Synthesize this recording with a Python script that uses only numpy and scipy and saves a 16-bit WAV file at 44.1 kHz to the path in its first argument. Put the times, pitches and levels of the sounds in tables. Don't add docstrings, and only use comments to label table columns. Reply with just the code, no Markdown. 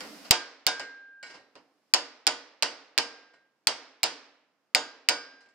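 import sys
import numpy as np
from scipy import signal
from scipy.fft import rfft, irfft, next_fast_len
from scipy.io import wavfile
from scipy.ndimage import uniform_filter1d

SR = 44100
rng = np.random.default_rng(int(sys.argv[2]) if len(sys.argv) > 2 else 0)


def dump(signal):
    limited = np.clip(np.atleast_2d(signal).T, -1, 1)
    pcm = np.round(limited * 32767).astype(np.int16)
    wavfile.write(sys.argv[1], SR, pcm)


def ratio_of_db(decibels):
    return 10 ** (np.asarray(decibels, float) / 20)


N = 244314

# (t/s, level/dB, relative sheet ring/dB, relative echo/dB, relative bench thud/dB)
HARD_CONTACTS = [(0.3091, 2.5, -7.5, -11, -31.5), (0.3107, 4, -7, -9.5, -50),
                 (0.6664, 0.5, -4.5, -7, -46.5), (1.9377, 2, -5.5, -5.5, -51), (2.2681, 0, -6, -2, -58.5),
                 (2.6243, -3, -6, -0.5, -65), (2.9779, 0, -8.5, -0.5, -58), (3.671, 1.5, -11, -10, -54),
                 (4.0319, 0, -7, -0.5, -50.5), (4.7487, 5, -9, -9.5, -67.5), (5.0876, 2.5, -4, -5.5, -57)]
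# (f/Hz, likeness from -1 to 1)
DIFFUSE_LIKENESS = [(60, 0.78), (150, 0.47), (380, 1), (950, 0.78), (2380, 0.45), (5980, -0.03),
                    (15000, 0.08)]


def along(points, hz):
    f, v = np.transpose(points)
    return np.interp(np.log(hz + 1), np.log(f + 1), v)


def unit(x):
    return x / np.sqrt(np.mean(x ** 2) + 1e-20)


def filtered(x, response):
    m = next_fast_len(x.shape[-1] + 4096)
    spectrum = rfft(x, m) * response(np.fft.rfftfreq(m, 1 / SR))
    return irfft(spectrum, m)[..., :x.shape[-1]]


def coloured(x, spectrum):
    return filtered(x, lambda hz: ratio_of_db(along(spectrum, hz)))


def causal(spectrum):
    def response(hz):
        cepstrum = irfft(np.log(ratio_of_db(np.maximum(along(spectrum, hz), -60))))
        half = len(cepstrum) // 2
        cepstrum[1:half] *= 2
        cepstrum[half + 1:] = 0
        return np.exp(rfft(cepstrum))
    return response


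def band(centre_hz, width_hz):
    return lambda f: 1j * f * width_hz / (centre_hz ** 2 - f * f + 1j * f * width_hz)


def ports(pair, alike):
    def turn(hz):
        return np.arccos(np.clip(along(alike, hz), -1, 1)) / 2
    mid, side = filtered(pair, lambda hz: np.array([np.cos(turn(hz)), np.sin(turn(hz))]))
    return np.array([mid + side, mid - side])


def background():
    # (f/Hz, density/dB)
    hiss_colour = [(120, -33), (200, -4.5), (306, 1.5), (341, -11.5), (450, -9), (714, -8), (783, -12),
                   (2410, -13), (3680, -16), (5130, -11.5), (6290, -19.5), (15000, -27.5), (16400, -43.5)]
    # (f/Hz, density/dB)
    air_colour = [(60, -40.5), (100, -22), (140, -11.5), (260, -6), (400, -8), (1200, -9), (3600, -24),
                  (7000, -27), (9100, -58), (15400, -120)]
    start_db, sinks_db_per_s = -46.5, 18.5
    ducked_db, returns_db_per_s = -90.5, 11

    def noise(colour, alike):
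        return unit(ports(coloured(rng.standard_normal((2, N)), colour), alike))

    t = np.arange(N) / SR
    drops = np.transpose(HARD_CONTACTS)[0] - .01
    since = t - drops[np.searchsorted(drops, t) - 1]
    sinking_db = start_db - sinks_db_per_s * t
    returning_db = ducked_db + returns_db_per_s * since
    hiss_db = np.where(t <= drops[0], sinking_db, returning_db)
    hiss_db = uniform_filter1d(hiss_db, size=400, mode="nearest")
    hiss = ratio_of_db(hiss_db) * noise(hiss_colour, [(500, 0.8), (4000, 0.063)])
    air = ratio_of_db(-79.5) * noise(air_colour, DIFFUSE_LIKENESS)
    return hiss + air


def crack(treble_db, contact_s):
    # (f/Hz, density/dB)
    crack_colour = [(88, -41), (150, -26.5), (1280, -10), (2350, 0), (3640, -4.5), (4800, 5.5), (5160, 2),
                    (6090, -13), (7050, -5.5), (8020, -9.5), (8950, -8.5), (9990, -19.5), (12000, -25),
                    (15600, -51), (22000, -120)]
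    t = np.arange(SR // 8) / SR
    burst = rng.standard_normal((2, 2, len(t))) * 0.83
    burst[:, 0, :3] += [1.5, 1.5, -2.5]
    snap = filtered(burst[0] * ratio_of_db(-60 * t / contact_s), causal(crack_colour))
    snap /= np.abs(snap[0]).max()
    ping = band(14200, 4500)
    brief = burst[1] * ratio_of_db(-60 * t / (.5 * contact_s))
    return snap + ratio_of_db(treble_db - 7.5) * filtered(brief, lambda f: ping(f) ** 2)


def echoes(direct, echo_db):
    # (delay/s, relative level/dB, centre f/Hz, width of each resonance/Hz)
    surfaces = [(.0067, 1, 5156, 7930), (0.0101, -13, 3000, 5008), (0.0136, 1.5, 800, 778),
                (.021, -4.5, 750, 800)]
    back = np.zeros_like(direct)
    for delay_s, db, centre_hz, width_hz in surfaces:
        surface = band(centre_hz, width_hz)
        late = np.roll(direct, round(delay_s * SR), axis=1)
        back += ratio_of_db(db + echo_db) * filtered(late, lambda f: surface(f) ** 2)
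    return back


def ring(modes, rise_s, blur):
    t = np.arange(SR) / SR
    hz, db, t60 = np.transpose(modes)[:, :, None]
    luck = rng.standard_normal((2, len(modes), 1))
    fade = ratio_of_db(db + 2.5 * luck[0] - 60 * t / t60)
    fade *= 1 - np.exp(-t * hz / (2000 * rise_s))
    steps = uniform_filter1d(rng.standard_normal((len(modes), SR)), size=80, axis=1)
    drift = np.cumsum(steps, axis=1) * blur * (hz + 800) / 2000
    phase = 2 * np.pi * hz * t + drift
    apart = hz / 4000 * luck[1]
    left = np.sum(fade * np.sin(phase + apart), 0)
    right = np.sum(fade * np.sin(phase - apart), 0)
    return np.array([left, right])


def thud():
    t = np.arange(SR) / SR
    return t / 0.00039 * np.exp(1 - t / 0.00044) * [[1.5], [.4]]


def field(spectrum, t60, rise_s):
    hz, t, z = signal.stft(rng.standard_normal((2, SR)), SR, nperseg=128)
    z = z / np.linalg.norm(ratio_of_db(along(spectrum, hz))) * ratio_of_db(-60 * t / along(t60, hz)[:, None])
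    t = np.arange(SR) / SR
    tail = signal.istft(z, SR, nperseg=128)[1][:, :SR] * (1 - np.exp(-t / rise_s))
    return ports(coloured(tail, spectrum), DIFFUSE_LIKENESS)


def hall(rise_s):
    # (f/Hz, density/dB)
    early_colour = [(35, -58.5), (60, -30), (146, -19.5), (567, -1.5), (925, -1), (1130, -5.5), (1480, -5),
                    (2460, -10), (2870, -2), (3510, -14.5), (4900, -1.5), (6260, -15), (8940, -22.5),
                    (9770, -30), (12200, -43), (15900, -74), (22000, -120)]
    late_colour = [(35, -68), (60, -47.5), (208, -25), (276, -3.5), (359, -14.5), (476, -5), (531, -8),
                   (592, -8), (646, -7.5), (1880, -10.5), (3390, -16), (5130, -7), (11000, -49.5),
                   (14300, -80), (22000, -120)]
    # (f/Hz, t60/s)
    early_t60 = [(100, 0.36), (700, 0.15), (2000, 0.24), (5000, .17), (9000, 0.24), (11500, 0.074),
                 (12500, .02), (16000, .015)]
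    late_t60 = [(100, 1), (300, .9), (1000, 0.76), (3000, 0.78), (5000, 0.52), (9000, 0.55), (14000, 0.4)]
    early = ratio_of_db(3.5) * field(early_colour, early_t60, rise_s)
    late = ratio_of_db(-10.5) * field(late_colour, late_t60, rise_s + 0.0019)
    return early + late


def strike(modes, treble_db, thud_db, ring_db, contact_s, hall_db, echo_db, tilt_db, rise_s, blur):
    # (f/Hz, likeness from -1 to 1)
    direct_likeness = [(60, 0.74), (180, -0.25), (550, 0.94), (1650, 1), (4970, -0.17), (15000, -0.25)]
    direct = crack(treble_db, contact_s)
    direct = ports(direct + echoes(direct, echo_db), direct_likeness)
    hard = min(1, 0.0023 / rise_s) ** 2
    sound = hard * np.pad(direct, ((0, 0), (0, SR - direct.shape[1])))
    sound += ratio_of_db(ring_db - 21) * ring(modes, rise_s, blur)
    sound += ratio_of_db(thud_db + 18) * thud()
    sound += ratio_of_db(hall_db) * hall(rise_s)
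    tilt = [(250, -3 * tilt_db), (15500, 3 * tilt_db), (16400, 3 * tilt_db - 10), (17200, -55)]
    return filtered(sound, causal(tilt))


def light_touches():
    # (t/s, level/dB, relative tool ring/dB, relative hall/dB, tilt/dB per octave)
    sharp_taps = [(.0062, -26, 7.5, 1.5, -1.5), (.7963, -24, 9, 2.5, -0.4), (1.2285, -35, 21, 4.5, 0.3),
                  (1.387, -60.5, 8.5, 12, -6), (1.5543, -38.5, -7, 4, -3.2), (3.336, -59.5, 22.5, 13, -2),
                  (5.407, -57.5, 14.5, 10.5, 2), (5.46, -51, 6.5, -0.5, -4), (5.488, -62, 13.5, 3, 4.5)]
    # (t/s, level/dB, relative tool ring/dB, tilt/dB per octave)
    soft_slips = [(0.031, -30, -20.5, -5), (.245, -28, -12, 0.3), (1.259, -31.5, -6, 0.9),
                  (1.296, -30, 4.5, 0), (1.338, -29, -25, -1.6)]
    # (f/Hz, relative level/dB, t60/s)
    tool_modes = [(1480, -6, .25), (1868, -11.5, 0.39), (2090, -16, 0.52), (2250, -8.5, .25),
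                  (3000, -20, 0.22), (4040, -18.5, .45), (4900, -19.5, 0.28), (5667, -25, 0.2),
                  (7350, -25, 0.22), (7400, -18.5, 0.23), (9300, -25.5, .12)]
    tap_rise_s, slip_rise_s = 0.0014, 0.0066
    touches = [(*tap, tap_rise_s) for tap in sharp_taps]
    touches += [(s, db, ring_db, 0, tilt_db, slip_rise_s) for s, db, ring_db, tilt_db in soft_slips]
    out = np.zeros((2, N + SR))
    for s, db, ring_db, hall_db, tilt_db, rise_s in touches:
        touch = strike(tool_modes, -30, -60, ring_db, contact_s=.012, hall_db=hall_db, echo_db=-5,
                       tilt_db=tilt_db, rise_s=rise_s, blur=.022)
        out[:, round(s * SR):][:, :SR] += ratio_of_db(db) * touch
    return out[:, :N]


def hammer_blows():
    # (f/Hz, relative level/dB, t60/s)
    sheet_modes = [(294.7, -14, 0.29), (348, -15, 0.35), (475, -10.5, 0.39), (561.5, -10.5, 0.21),
                   (619, -9.5, 0.23), (737.6, -2.5, 0.18), (902, -6.5, 0.25), (969, -12, 0.24),
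                   (1006, -5.5, 0.2), (1220, -17, 0.44), (1474, -9, 0.38), (1856, -18, 0.23),
                   (2047, -15, 0.29), (2287, -14.5, 0.41), (2356, -16.5, 0.18), (2920, -16.5, 0.3),
                   (3080, -11.5, 0.11), (3275, -11, 0.33), (3700, -8.5, .2), (3942, -20.5, 0.16),
                   (4770, -9.5, 0.33), (4660, -15, 0.3), (5360, -10, .15), (5300, -10, 0.15),
                   (6150, -12, 0.15), (6823, -16, 0.27), (7300, -17, 0.14), (8465, -19, 0.082),
                   (9060, -8.5, 0.04)]
    out = np.zeros((2, N + SR))
    for s, db, ring_db, echo_db, thud_db in HARD_CONTACTS:
        jolt_db = thud_db + 55
        contact = strike(sheet_modes, -5 + 0.27 * jolt_db, thud_db, ring_db, contact_s=0.013,
                         hall_db=-8.5 - db,
                         echo_db=echo_db, tilt_db=1.27 + 0.0281 * jolt_db, rise_s=.003, blur=.045)
        out[:, round(s * SR):][:, :SR] += ratio_of_db(db) * contact
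    return out[:, :N]


def long_tone():
    # (t/s, low tone/dB, its lasting part/dB, high tone/dB, damped at t/s); levels are rms
    singing = [(.32, -40.5, -85, -59.5, .42), (0.679, -39, -55.5, -58, 1.31),
               (2.99, -50.5, -79.5, -44.5, 3.45), (4.761, -48.5, -75, -50, 4.9),
               (5.1, -46.5, -75.5, -38.5, 5.48)]
    low_hz, low_t60_s = 1598, 1.15
    high_hz, high_t60_s = 4995, .55
    damp_t60_s = 0.46
    t, low, high = np.arange(N) / SR, np.zeros(N), np.zeros(N)
    for s, db, lasting_db, high_db, damped_s in singing:
        age = np.maximum(t - s, 0)
        onset = np.clip((t - s) / .012 + 1, 0, 1)
        damping = ratio_of_db(-60 * np.maximum(t - damped_s, 0) / damp_t60_s)
        edge = np.sqrt(2) * onset * damping
        low += edge * (ratio_of_db(db - 60 * age / low_t60_s) + ratio_of_db(lasting_db))
        high += edge * ratio_of_db(high_db - 60 * age / high_t60_s)
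    wander = np.cumsum(uniform_filter1d(rng.standard_normal(N), size=80)) * .11
    low_tone = low * np.sin(2 * np.pi * low_hz * t + [[.3], [-.3]])
    high_tone = high * np.sin(2 * np.pi * high_hz * t + wander + [[.7], [-.7]])
    return low_tone + high_tone


def scene():
    return background() + light_touches() + hammer_blows() + long_tone()


def low_pass(x):
    return signal.sosfilt(signal.butter(12, 16550, fs=SR, output="sos"), x)


def record(dry):
    # (f/Hz, left minus right/dB)
    port_balance = [(60, -4.5), (180, -1), (550, -3.5), (1650, -1.5), (4970, -2.5), (15000, -3)]
    x = filtered(dry, lambda hz: ratio_of_db(along(port_balance, hz) * [[.5], [-.5]]))
    x = x / (1 + np.abs(x / 1.1) ** 6) ** (1 / 6)
    return low_pass(x)


dry = scene()
out = record(dry)
dump(out)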